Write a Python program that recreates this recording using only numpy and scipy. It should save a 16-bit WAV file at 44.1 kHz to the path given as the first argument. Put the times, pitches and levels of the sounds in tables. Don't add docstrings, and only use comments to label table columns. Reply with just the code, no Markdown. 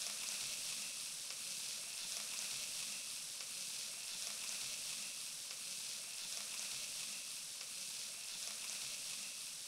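import sys
import numpy as np
from scipy import signal
from scipy.fft import rfft, irfft, next_fast_len
from scipy.io import wavfile
from scipy.ndimage import map_coordinates

SR = 44100
rng = np.random.default_rng(int(sys.argv[2]) if len(sys.argv) > 2 else 0)


def file_out(sig):
    cols = np.atleast_2d(sig).T
    lim = np.clip(cols, -1, 1)
    pcm = np.round(lim * 32767).astype(np.int16)
    wavfile.write(sys.argv[1], SR, pcm)


N = 426447

START_S, ROUND_S = 2.1021, 2.102109
ROUND = round(ROUND_S * SR)
TOP_HZ = 15750

# (frequency [Hz], level [dB])
SIZZLE_SPECTRUM = [(1500, -51.5), (1950, -29.5), (2200, -9), (2450, -11), (2660, -8.5), (2980, -6),
                   (3400, -2.5), (4100, -1), (4700, -1), (5500, 1.5), (6100, 0), (7100, -5), (9000, -17),
                   (16000, -31)]
# (frequency [Hz], level [dB])
CAVITY_SPECTRUM = [(150, -36.5), (360, -22), (450, -5.5), (540, -0.5), (640, -0.5), (800, -5), (1050, -2.5),
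                   (1370, -0.5), (1600, -2), (1950, -2), (2600, 1), (5000, -40.5)]
# (time [s], level [dB])
VIGOUR = [(2.1, -45.9), (2.19, -47), (2.26, -48.5), (2.35, -46.7), (2.55, -46), (2.63, -45.9),
          (2.69, -47.5), (2.76, -46.2), (2.87, -46.3), (3.03, -48.7), (3.17, -48.6), (3.3, -49.7),
          (3.4, -49.4), (3.53, -48.8), (3.63, -46.9), (3.82, -47.2), (4.02, -50), (4.1, -48.1),
          (4.2, -46.2)]
# (time [s], level [dB])
SPUTTER_LEVEL = [(2.1, -61), (2.38, -61), (2.7, -63), (2.97, -61), (3.02, -65), (3.35, -64), (3.5, -64),
                 (3.85, -63), (4.2, -63.5)]


def sizzle():
    # (frequency [Hz], level [dB])
    fizz_spectrum = [(4000, -45), (6300, -11), (7400, -3.5), (8400, 1.5), (9200, -2), (10000, -1.5),
                     (11000, -6.5), (12000, -12), (13500, -19), (15800, -24)]
    # (time [s], level [dB])
    fizz_level = [(2.1, -49), (2.16, -51), (2.25, -51.3), (2.4, -49.8), (2.68, -50.5), (2.81, -49),
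                  (3.03, -51.8), (3.12, -50.5), (3.3, -52.6), (3.41, -53.2), (3.56, -50.3), (3.68, -50.3),
                  (3.8, -51.5), (4.03, -52.3), (4.13, -51.7), (4.2, -50)]
    clustering = amp(.2 * wobble(16) + .3 * wobble(50) + .5 * wobble(190))
    ticks = bursts(per_s=800, spread_db=3.5)
    froth = bubbles(count=1500, pitch_hz=5430, scatter=.38, cycles=2.8, spread_db=5.5)
    hiss = rng.standard_normal((3, ROUND))
    steam = hiss[0] + amp(-12) * ticks + amp(-8) * froth
    body = amp(envelope(VIGOUR) - 1.76) * colour(steam, SIZZLE_SPECTRUM)
    fizz = amp(envelope(fizz_level)) * colour(hiss[1] + amp(-3) * ticks, fizz_spectrum)
    sputter = amp(envelope(SPUTTER_LEVEL) - .63) * colour(hiss[2] + amp(-9) * ticks, CAVITY_SPECTRUM)
    return clustering * (body + fizz + sputter)


def spits():
    # (time [s], level [dB], pitch [Hz], life [cycles], knock level [dB re spit],
    # knock tilt [dB/octave])
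    fat_spits = [(2.1216, -29, 5900, 7, -31, -1), (2.1685, -27.7, 5700, 11, -22, -2),
                 (2.2013, -28.5, 6000, 6, -22.5, -1), (2.3373, -28.5, 7000, 3, -26, 2),
                 (2.3906, -30.5, 6100, 11, -22, -2), (2.4236, -31, 5500, 4, -23, 4),
                 (2.4444, -29, 6300, 4, -25, 4), (2.5142, -29, 5000, 4, -26, 2),
                 (2.5325, -29.5, 5430, 5, -29, 0), (2.6377, -29, 6000, 7, -33, -1),
                 (2.7365, -31.5, 5340, 5, -27, 0), (2.8040, -30, 8000, 5, -28, 0),
                 (2.8275, -29.5, 5450, 4, -24, 4), (2.9236, -31.5, 5830, 4, -22, -2),
                 (3.1015, -37, 4000, 7, -30, 0), (3.1618, -35.5, 5450, 5, -25, 0),
                 (3.4071, -29, 5350, 7, -17, 1.5), (3.6088, -33, 5250, 6, -29, 1),
                 (3.8320, -32.5, 5100, 5, -32, 0), (4.0815, -32, 5400, 7, -26, 0)]
    # (frequency [Hz], level [dB], T60 [s])
    pan_modes = [(560, -11, 0.014), (695, -13, 0.04), (950, -4, 0.005), (1160, -11, 0.02),
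                 (1400, -5, 0.004), (1840, -5, 0.005), (2330, -2, 0.012), (2600, 2, 0.028)]
    # (frequency [Hz], level [dB])
    crack_spectrum = [(1200, -20), (2600, -2), (6500, 0), (10500, -5), (15800, -20)]
    out, t = np.zeros(ROUND + SR), np.arange(SR // 8) / SR
    trapped, droplets, snap = noise(CAVITY_SPECTRUM), noise(SIZZLE_SPECTRUM), noise(crack_spectrum)
    pivot_hz = 1390
    for s, db, hz, cycles, knock_db, tilt in fat_spits:
        at = round((s - START_S) * SR)
        turns = hz * t
        age = np.minimum(2 * turns / cycles, 10)
        falling_hz = hz * np.exp(.2 * (.7 - age))
        onset = 1 - np.exp(-(2 * turns) ** 2)
        ring = onset * np.exp(-age ** 2) * np.sin(2 * np.pi * np.cumsum(falling_hz) / SR)
        crack = decay(t, db=-12, t60=.005) * np.roll(snap, -at)[:len(t)]
        knock = sum(decay(t, mode_db + tilt * np.log2(f / pivot_hz) + rng.normal(0, .42), t60)
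                    * np.sin(2 * np.pi * f * t) for f, mode_db, t60 in pan_modes)
        lid_echo = decay(t, db=-8.5, t60=.13) * np.roll(trapped, -at)[:len(t)]
        spray = decay(t, db=-24, t60=.06) * np.roll(droplets, -at)[:len(t)]
        out[at:][:len(t)] += amp(db) * (ring + crack + amp(knock_db) * (knock + lid_echo) + spray)
    return signal.sosfilt(signal.butter(4, 500, "highpass", fs=SR, output="sos"), out[:ROUND])


def pan_ring():
    # (frequency [Hz], level [dB])
    resonance = [(1900, -39.5), (2350, -11.5), (2560, -2), (2670, 0), (2800, -4), (3000, -15),
                 (3700, -39.5)]
    # (time [s], level [dB])
    ring_level = [(2.1, -60.5), (2.27, -63), (2.33, -58.5), (2.47, -57), (2.7, -59.5), (2.98, -56.5),
                  (3.1, -62), (3.2, -61.5), (3.27, -71), (3.5, -61.5), (3.56, -61), (3.9, -64), (4.03, -58),
                  (4.2, -65.5)]
    patter = rng.standard_normal(ROUND) + bursts(per_s=300, spread_db=0)
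    return amp(envelope(ring_level)) * colour(patter, resonance)


def pockets():
    # (centre time [s], duration [s], level [dB], pitch [Hz])
    boil_offs = [(2.429, 0.05, -62.5, 2280), (2.77, 0.18, -59.5, 3380), (4.129, 0.1, -53, 4050)]
    t = START_S + np.arange(ROUND) / SR
    out = np.zeros(ROUND)
    for s, duration, db, hz in boil_offs:
        swell = amp(db) * np.exp(-(2 * (t - s) / duration) ** 2)
        out += swell * bubbles(count=1500, pitch_hz=hz, scatter=.12, cycles=16, spread_db=1, samples=256)
    return out


def crackle():
    small = bubbles(count=90, pitch_hz=5400, scatter=.22, cycles=8, spread_db=2)
    tiny = bubbles(count=50, pitch_hz=10000, scatter=.13, cycles=6, spread_db=2)
    return vigour_gain(mean_db=-65, db_per_db=1.5) * (small + amp(-4) * tiny)


def glugs():
    # (time [s], level [dB], pitch [Hz])
    openings = [(2.168, -58, 648), (2.201, -58, 654), (2.25, -65, 620), (2.334, -66, 513),
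                (2.608, -53, 550), (2.681, -61.5, 557), (2.944, -62, 600), (3.005, -58.5, 568),
                (3.42, -60.5, 527), (3.577, -60.5, 557), (3.792, -60, 547), (3.831, -63, 532),
                (3.887, -58, 625), (3.971, -58, 680)]
    out, t = np.zeros(ROUND + SR), np.arange(SR // 5) / SR
    attack_s, waver = .005, .07
    onset = 1 - np.exp(-t / attack_s)
    for s, db, hz in openings:
        wavering_hz = hz * (1 + waver * wobble(110)[:len(t)])
        ring = np.sin(2 * np.pi * np.cumsum(wavering_hz) / SR)
        out[round((s - START_S) * SR):][:len(t)] += onset * decay(t, db, t60=.12) * ring
    return out[:ROUND]


def blips():
    low = bubbles(count=90, pitch_hz=600, scatter=.13, cycles=35, spread_db=1, samples=4096)
    high = bubbles(count=70, pitch_hz=1350, scatter=.2, cycles=40, spread_db=2.5, samples=4096)
    return amp(envelope(SPUTTER_LEVEL)) * (amp(-20) * low + amp(-12) * high)


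def burbles():
    # (time [s], level [dB], starting pitch [Hz])
    steam_bubbles = [(2.19, -62, 208), (2.297, -63, 211), (2.372, -65, 203), (2.424, -67, 184),
                     (2.506, -62, 205), (2.515, -63, 123), (2.56, -62.5, 135), (2.767, -65, 147),
                     (2.794, -65, 197), (2.839, -65.5, 221), (2.887, -63.5, 197), (2.926, -63, 178),
                     (3.22, -61.5, 162), (3.758, -65, 136), (3.826, -66, 205), (4.125, -60, 173)]
    out, t = np.zeros(ROUND + SR), np.arange(SR // 6) / SR
    swell_s, rise_per_s = .02, .7
    swell = (t / swell_s * np.exp(1 - t / swell_s)) ** 2
    for s, db, hz in steam_bubbles:
        phase = 2 * np.pi * hz * (t + rise_per_s * t * t / 2) + rng.uniform(0, 2 * np.pi)
        out[round((s - START_S) * SR):][:len(t)] += amp(db - 3) * swell * np.sin(phase)
    return out[:ROUND]


def simmer():
    # (frequency [Hz], level [dB])
    juice_spectrum = [(50, -50), (85, -14), (125, -4.5), (165, -1), (208, -2.5), (255, -2.5), (310, -11.5),
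                      (450, -12), (900, -40)]
    # (frequency [Hz], level [dB])
    rumble_spectrum = [(8, -6), (22, 7.5), (38, -5.5), (58, -23), (100, -26), (300, -48)]
    # (time [s], level [dB])
    rumble_level = [(2.1, -89), (2.39, -105), (2.58, -78), (2.68, -95), (2.8, -87), (3.26, -79), (3.4, -95),
                    (4.2, -102)]
    bubbling = rng.standard_normal(ROUND) + bursts(per_s=54, spread_db=-1.5)
    juice = vigour_gain(mean_db=-72.5, db_per_db=.43) * colour(bubbling, juice_spectrum)
    rumble = amp(envelope(rumble_level)) * noise(rumble_spectrum)
    side = amp(-95) * noise(rumble_spectrum) + amp(-93) * noise(juice_spectrum)
    return juice + rumble + np.array([side, -side])


def bursts(per_s, spread_db):
    happens = rng.random(ROUND) < per_s / SR
    strength = amp(spread_db * np.clip(rng.standard_normal(ROUND), -2, 2))
    return unit(happens * strength * rng.choice([-1, 1], ROUND))


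def bubbles(count, pitch_hz, scatter, cycles, spread_db, samples=96):
    onsets = (rng.random(count) * ROUND).astype(int)
    detune, strength = np.clip(rng.standard_normal((2, count)), -2, 2)
    hz = np.minimum(pitch_hz * np.exp(scatter * detune), TOP_HZ)
    n = np.arange(samples)
    turns = hz[:, None] * n / SR
    rings = amp(spread_db * strength[:, None] - 60 * turns / cycles) * np.sin(2 * np.pi * turns)
    positions = (onsets[:, None] + n) % ROUND
    return unit(np.bincount(positions.ravel(), rings.ravel(), ROUND))


def colour(x, spectrum):
    hz, db = np.transpose(spectrum)
    bin_hz = np.fft.rfftfreq(ROUND, 1 / SR)
    gain = amp(np.interp(np.log(bin_hz + 1), np.log(hz), db))
    cepstrum = irfft(np.log(gain), ROUND)
    cepstrum[1:ROUND // 2] *= 2
    cepstrum[ROUND // 2 + 1:] = 0
    return unit(irfft(rfft(x) * np.exp(rfft(cepstrum)), ROUND))


def noise(spectrum):
    return colour(rng.standard_normal(ROUND), spectrum)


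def vigour_gain(mean_db, db_per_db):
    vigour_db = envelope(VIGOUR)
    return amp(mean_db + db_per_db * (vigour_db - vigour_db.mean()))


def envelope(points):
    s, db = np.transpose(points)
    return np.interp(START_S + np.arange(ROUND) / SR, s, db)


def wobble(knots_per_s):
    return map_coordinates(rng.standard_normal(1024), [np.arange(ROUND) * knots_per_s / SR], mode="wrap")


def decay(t, db, t60):
    return amp(db - 60 * t / t60)


def amp(db):
    return 10 ** (np.asarray(db) / 20)


def unit(x):
    return x / np.sqrt(np.mean(x ** 2) + 1e-20)


def scene():
    reflection_s, fade_db_per_s = .0051, .2175
    spit = spits()
    reflection = amp(-15) * np.roll(spit, round(reflection_s * SR))
    frying = sizzle() + spit + reflection + pan_ring() + pockets() + crackle()
    under_lid = simmer() + burbles() + glugs() + blips()
    n = np.arange(N) - round(START_S * SR)
    return (frying + under_lid)[:, n % ROUND] * amp(1.11 - fade_db_per_s * n / SR)


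def record(dry):
    size = next_fast_len(N + SR // 2)
    passband = np.fft.rfftfreq(size, 1 / SR) < TOP_HZ
    return irfft(rfft(dry, size) * passband, size)[:, :N]


dry = scene()
out = record(dry)
file_out(out)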